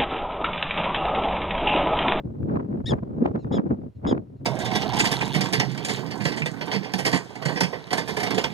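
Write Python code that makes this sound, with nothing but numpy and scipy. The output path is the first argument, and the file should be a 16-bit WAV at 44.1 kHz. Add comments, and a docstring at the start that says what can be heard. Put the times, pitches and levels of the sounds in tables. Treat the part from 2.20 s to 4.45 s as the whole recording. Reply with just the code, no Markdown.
"""Open grassland, with gusts rumbling and flapping on the microphone throughout over faint still air.
A prairie dog nearby, a little to the left, gives three short, shrill barks; a faint dry tick follows
the first. Others bark faintly from far off, one before each of the later barks and one after the last.
The barks are sums of harmonics on an arching pitch, buzzing, then clearing as it falls, with rasp noise;
the wind is shaped noise under gust levels, with quick eddies and sharp buffets."""
import sys
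import numpy as np
from scipy import signal
from scipy.fft import rfft, irfft
from scipy.io import wavfile

SR = 44100
rng = np.random.default_rng(int(sys.argv[2]) if len(sys.argv) > 2 else 0)


def wrap_up_sound(samples):
    """Save the sound to the file named by the first command line argument, as 16-bit audio."""
    columns = np.atleast_2d(samples).T
    # keep every value between -1 and 1, then stretch to whole-number steps
    tamed = np.clip(columns, -1, 1)
    steps = np.round(tamed * 32767).astype(np.int16)
    wavfile.write(sys.argv[1], SR, steps)


N = 99225
T = np.arange(N) / SR

# strength of each harmonic at the vocal folds, fundamental first: strength_db [dB]
FOLD_HARMONICS = [2, 6.5, -4, -12, -19, -31, -41.5]


def amp(db):
    """Decibels to gain."""
    return 10 ** (np.asarray(db) / 20)


def evened(x):
    """Scales to unit power."""
    return x / np.sqrt(np.mean(x ** 2) + 1e-20)


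def colour(x, points):
    """Filters by a (Hz, dB) curve, joined on a logarithmic frequency scale."""
    size = x.shape[-1]
    hz, db = np.transpose(points)
    f = np.fft.rfftfreq(size, 1 / SR)
    gain = amp(np.interp(np.log(f + 1), np.log(hz), db))
    return irfft(rfft(x) * gain, size)


def wander(size, rate_hz):
    """Smooth random drift, of unit power over the whole scene, fading out above about a rate."""
    f = np.fft.rfftfreq(N, 1 / SR)
    slowed = rfft(rng.standard_normal(N)) * np.exp(-(f / rate_hz) ** 2)
    return evened(irfft(slowed, N))[:size]


def add(mix, start_s, sound):
    """Mixes a sound in at a time."""
    part = mix[max(round(start_s * SR), 0):][:len(sound)]
    part += sound[:len(part)]


def burst(centre_s, level_db, half_s):
    """A short bell-shaped swell; half_s is its standard deviation."""
    return amp(level_db) * np.exp(-.5 * ((T - centre_s) / half_s) ** 2)


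def turbulence(spectrum):
    """Wind noise for the two channels: mostly shared in the bass, more opposed in the middle range."""
    # left-right difference against the sum: frequency_hz [Hz], difference_db [dB]
    width = [(30, -7.5), (90, -9.5), (180, -6.5), (350, -2.5), (700, 5), (1400, 6), (2500, 4), (4000, -2),
             (12000, -5)]
    # left channel over right, a lean to the left where positive: frequency_hz [Hz], lean_db [dB]
    lean = [(60, -.3), (170, .5), (350, 1.8), (700, 1.2), (3000, 1)]
    mid, side = evened(colour(rng.standard_normal((2, N)), spectrum))
    side = colour(side, width)
    left = colour(mid + side, [(hz, db / 2) for hz, db in lean])
    right = colour(mid - side, [(hz, -db / 2) for hz, db in lean])
    return np.array([left, right])


def wind():
    """Gusts drive a deep thrum, a rumble and a brighter flapping, broken up by eddies and buffets."""
    # gust levels before the trims below: time_s [s], thrum_db [dB], rumble_db [dB], flap_db [dB]
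    gusts = [(0.006, -31.5, -45, -45), (0.03, -54, -42.5, -65), (0.055, -29.5, -28.5, -47.5),
             (0.114, -35, -37, -54.5), (0.186, -37.5, -36.5, -57), (0.233, -21, -25.5, -50),
             (0.276, -35.5, -24, -45), (0.357, -28, -21, -34), (0.474, -40.5, -33.5, -48.5),
             (0.508, -37, -26.5, -44), (0.616, -30, -28, -44), (0.631, -43.5, -45.5, -70),
             (0.647, -19, -33.5, -38.5), (0.66, -33.5, -35.5, -58), (0.729, -24, -21.5, -23.5),
             (0.773, -25, -36.5, -41), (0.791, -49, -26, -39), (0.812, -37, -44, -63.5),
             (0.833, -29.5, -30.5, -41), (0.844, -44, -33, -53), (0.955, -32.5, -30.5, -48),
             (0.985, -35, -23, -35.5), (1.002, -33.5, -27.5, -45), (1.027, -51, -11.5, -36),
             (1.043, -29, -29.5, -34.5), (1.061, -21, -19, -21), (1.086, -38.5, -33, -36.5),
             (1.114, -26.5, -25, -44), (1.13, -55, -31.5, -51.5), (1.161, -37, -22, -28.5),
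             (1.223, -43.5, -41.5, -59.0), (1.252, -26.5, -27.5, -42), (1.299, -36, -33.5, -45.5),
             (1.319, -25, -23, -28.5), (1.407, -51.5, -17.5, -30.5), (1.412, -55, -34, -40),
             (1.454, -43, -27.5, -52.5), (1.464, -35, -16.5, -33.5), (1.486, -36.5, -34, -48),
             (1.52, -27, -17.5, -37.5), (1.571, -40, -40, -54.5), (1.588, -43, -32.5, -49),
             (1.673, -37.5, -34.5, -55), (1.744, -57.5, -65, -75), (1.768, -36.5, -41.5, -84),
             (1.81, -40, -49, -57.5), (1.856, -33.5, -25.5, -31.5), (1.884, -27, -18.5, -27.5),
             (1.9, -37, -31.5, -32), (1.918, -31, -19, -27), (1.996, -31.5, -27.5, -39.5),
             (2.008, -42, -34.5, -60), (2.07, -49, -47, -63), (2.16, -38, -40.5, -58),
             (2.179, -55, -59, -67), (2.213, -33.5, -41.5, -52), (2.234, -40, -36.5, -58)]
    # relative noise spectra of the three layers: frequency_hz [Hz], density_db [dB per Hz]
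    thrum_spectrum = [(20, -42.5), (35, -30.5), (50, -11.5), (75, 0), (115, 5), (150, 5), (220, -31.5),
                      (500, -71.5)]
    rumble_spectrum = [(30, -38.5), (100, -24), (150, 0), (230, 4.5), (320, -1.5), (450, -9), (650, -21.5),
                       (1000, -37.5), (3000, -90.5)]
    flap_spectrum = [(100, -13.5), (300, 11), (600, 4), (900, -6), (1300, -13.5), (2000, -25), (3000, -37),
                     (5000, -44.5), (9000, -62.5), (15000, -73)]
    # sharp buffets: centre_s [s], level_db [dB], half_s [s, half length of the swell]
    buffets = [(0.156, -47, .0008), (0.231, -43.5, 0.00067), (0.299, -36, 0.0039), (0.328, -48, 0.0015),
               (.358, -33, 0.0018), (0.371, -28, 0.0031), (.401, -32.5, 0.0045), (0.528, -42.5, 0.0027),
               (0.575, -46, .0018), (.605, -44, 0.002), (0.736, -24.5, 0.002), (.79, -41.5, 0.0024),
               (0.841, -52.5, 0.0025), (1.023, -35, 0.0025), (1.0627, -24.5, 0.00018),
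               (1.161, -33, 0.00046), (1.247, -37, .0015), (1.339, -38, 0.0018), (1.385, -26.5, 0.002),
               (1.397, -32, 0.0017), (1.465, -42, 0.0014), (1.509, -37, 0.0045), (1.852, -26, 0.0011),
               (1.865, -25.5, 0.0015), (1.927, -25, 0.0024), (1.979, -31.5, .0009)]
    thrum_trim_db, rumble_trim_db, flap_trim_db = -2, -3.5, -0.5
    eddy_rate_hz, rumble_eddy_db, flap_eddy_db = 101, 2, 5.5

    gust_s, *levels = np.transpose(gusts)
    thrum_db, rumble_db, flap_db = (np.interp(T, gust_s, db) for db in levels)
    eddies = 2 * np.tanh(wander(N, eddy_rate_hz) / 2)  # extremes rounded off
    rumble_eddies = evened(amp(rumble_eddy_db * eddies))
    flap_eddies = evened(amp(flap_eddy_db * eddies))
    out = turbulence(thrum_spectrum) * amp(thrum_db + thrum_trim_db)
    out += turbulence(rumble_spectrum) * amp(rumble_db + rumble_trim_db) * rumble_eddies
    out += turbulence(flap_spectrum) * amp(flap_db + flap_trim_db) * flap_eddies
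    return out + sum(buffet(*row) for row in buffets)


def buffet(centre_s, level_db, half_s, plain_s=.0018, crack_db=5):
    """One eddy slaps the ports: a thump, or a brighter crack when it is very short."""
    # relative noise spectrum of a slap: frequency_hz [Hz], density_db [dB per Hz]
    slap_spectrum = [(100, 2), (400, 13.5), (1100, 17), (2200, -0.5), (3200, -13), (5500, -35),
                     (15000, -55.5)]
    swell = burst(centre_s, level_db, half_s)
    # each halving below plain_s lifts the treble by crack_db; longer ones are duller
    treble_db = crack_db * np.log2(plain_s / half_s)
    slap = colour(turbulence(slap_spectrum) * swell, [(900, 0.017), (3000, treble_db)])
    return evened(slap) * np.sqrt(np.mean(swell ** 2))


def still_air(level_db=-73):
    """Steady faint hiss over the grass: noise half shared by the channels, half separate."""
    # relative spectrum of the air: frequency_hz [Hz], density_db [dB per Hz]
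    air_spectrum = [(100, 10), (1000, 3.5), (2000, -1), (4000, -6), (7000, -13.5), (10000, -15),
                    (15000, -19.5)]
    air = evened(colour(rng.standard_normal((3, N)), air_spectrum))
    return amp(level_db) * (air[:2] + air[2]) / np.sqrt(2)


def gesture(length_s, top_hz, crest, scoop, sag):
    """Time, pitch arch and loudness of one bark: pitch climbs to a crest, then sags."""
    attack_s, release_s, swell_db = .007, .007, 1
    t = np.arange(0, length_s, 1 / SR)
    u = t / length_s
    rise = np.maximum(1 - u / crest, 0)
    fall = np.maximum(u - crest, 0) / (1 - crest)
    hz = top_hz * (1 - scoop * rise ** 1.9 - sag * fall ** 1.15)
    edges = np.minimum(t / attack_s, 1) * np.minimum((length_s - t) / release_s, 1)
    return t, hz, edges * amp(swell_db * (u - 2.5))


def bark(start_s, length_s, top_hz, level_db, crest, scoop, sag, flutter, rasp_db, overtones_db, grit,
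         *changes):
    """Folds vibrate with a fast flutter and rasp, settle into a clearer falling tone, fray at the end."""
    # colour of the throat and mouth: frequency_hz [Hz], gain_db [dB]
    throat = [(1000, -38.5), (1800, -5.5), (2600, 2.5), (3300, 1), (3780, 4), (4300, -8), (5100, 4.5),
              (6000, -12.5), (6800, 8.5), (7500, -9.5), (10200, -0.5), (11200, -5.5), (13000, 1.5),
              (15000, -16.5)]
    # relative spectrum of the breathy rasp: frequency_hz [Hz], density_db [dB per Hz]
    rasp_spectrum = [(600, -41), (2000, -23), (2700, -9.5), (3700, 4), (4400, -2), (5300, 3.5), (6100, -8),
                     (7700, -10.5), (8500, -15), (9500, -6.5), (10800, -27), (13000, -35), (14000, -54.5)]
    # a second vibration of the folds: rate, pitch swing and unsteadiness of the rate (shares)
    flutter_hz, flutter_swing, flutter_wander = 335, .055, .1
    # time scale of a change [s], roughness left once clear (share), loudness change on fraying [dB]
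    change_s, clear_left, fray_db = .002, .3, -7
    jitter, shimmer_db = .005, 1.34  # unsteadiness of pitch (share) and of loudness

    t, hz, loud = gesture(length_s, top_hz, crest, scoop, sag)
    size = len(t)
    broken, cleared, frayed = (.5 + .5 * np.tanh((t - share * length_s) / change_s) for share in changes)
    loud = loud * amp(fray_db * frayed)
    rough = clear_left + (1 - clear_left) * (broken - cleared + frayed)

    beat_hz = flutter_hz * (1 + flutter_wander * wander(size, 87))
    beat = np.cos(2 * np.pi * np.cumsum(beat_hz) / SR)
    unsteady = jitter * wander(size, 300) + grit * rough * wander(size, 1200)
    hz = hz * (1 + unsteady + flutter_swing * flutter * rough * beat)
    phase = 2 * np.pi * np.cumsum(hz) / SR

    # overtones_db lifts the third harmonic and all above
    folds = evened(sum(amp(db + overtones_db * (k > 1)) * np.cos((k + 1) * phase)
                       for k, db in enumerate(FOLD_HARMONICS)))
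    shimmer = amp(shimmer_db * wander(size, 320))
    voice = colour(loud * folds * (1 + flutter * rough * beat) * shimmer, throat)
    breath = evened(colour(rng.standard_normal(N), rasp_spectrum))[:size]
    rasp = breath * amp(rasp_db) * np.sqrt(abs(rough)) * loud
    return start_s, amp(level_db) * (voice + rasp)


def ground(x):
    """A brief, faint scatter off the earth, different in each channel: decaying noise as an echo."""
    level_db, decay_s = -19, .07  # decay_s is the time to fall 60 dB
    t = T[:SR // 2]
    tail = rng.standard_normal((2, len(t))) * amp(-60 * t / decay_s) * np.minimum(t / 0.0013, 1)
    tail = tail / np.linalg.norm(tail[0])
    return amp(level_db) * signal.fftconvolve(x[None], tail, axes=1)[:, :N]


def tick():
    """A faint dry tick just after the first bark: a very short swell of coloured noise."""
    # the tick before the voice trim: centre_s [s], level_db [dB], half_s [s, half length]
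    swell = (.737, -55, .0017)
    # colour of the tick: frequency_hz [Hz], gain_db [dB]
    tick_colour = [(1500, -16), (3500, 1), (7000, -3.5), (9500, -11.5), (11000, -15), (15000, -20)]
    return burst(*swell) * evened(colour(rng.standard_normal(N), tick_colour))


def far_bark(start_s, length_s, top_hz, level_db):
    """A pitch arch of the same kind from a far neighbour: equal harmonics, coloured by distance."""
    # colour of a distant bark: frequency_hz [Hz], gain_db [dB]
    far_colour = [(1400, -12), (2750, -7), (4100, 0), (5500, -12), (6900, -9), (8300, -26), (11000, -40)]
    t, hz, loud = gesture(length_s, top_hz, crest=.33, scoop=.06, sag=.125)
    hz = hz * (1 + .03 * wander(len(t), 700))
    phase = 2 * np.pi * np.cumsum(hz) / SR
    folds = sum(np.cos((k + 1) * phase) for k in range(len(FOLD_HARMONICS)))
    return start_s, amp(level_db) * evened(colour(loud * folds, far_colour))


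def scene(voice_db=-2.5, lean_db=1.5):
    """The animals and the tick, a little to the left, under wind and still air."""
    # near barks before the voice trim: start_s [s], length_s [s], top_hz [Hz], level_db [dB],
    # crest [place of the pitch crest, 0-1], scoop [pitch share], sag [pitch share], flutter [depth 0-1],
    # rasp_db [dB], overtones_db [dB], grit [pitch share],
    # then turns_rough, clears, frays [shares of the length; below 0 is rough from the start]
    near_barks = [(.656, .071, 1905, -31.8, .34, .17, .19, .25, -13, 0, .029, .15, .56, .92),
                  (1.319, .067, 1752, -41, .44, .075, .11, .7, -18, 1, .02, -.1, .55, .84),
                  (1.866, .064, 1724, -38, .5, .04, .13, .8, -17, 2, .022, -.1, .55, .8)]
    # far neighbours before the voice trim: start_s [s], length_s [s], top_hz [Hz], level_db [dB]
    far_barks = [(1.185, .064, 1385, -67), (1.745, .045, 1430, -79), (2.16, .05, 1400, -81)]
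    calls = tick()
    for row in near_barks:
        add(calls, *bark(*row))
    for row in far_barks:
        add(calls, *far_bark(*row))
    direct = calls * amp([[lean_db], [-lean_db]])
    animals = direct + ground(calls)
    return amp(voice_db) * animals + wind() + still_air()


def record(dry):
    """A few milliseconds of fade-in, and a low-pass that removes the highest treble."""
    edge_hz = 15650
    started = dry * np.minimum(T / .008, 1)
    low_pass = signal.firwin(511, edge_hz, window=("kaiser", 9), fs=SR)
    return signal.oaconvolve(started, low_pass[None], "same")


dry = scene()
out = record(dry)
wrap_up_sound(out)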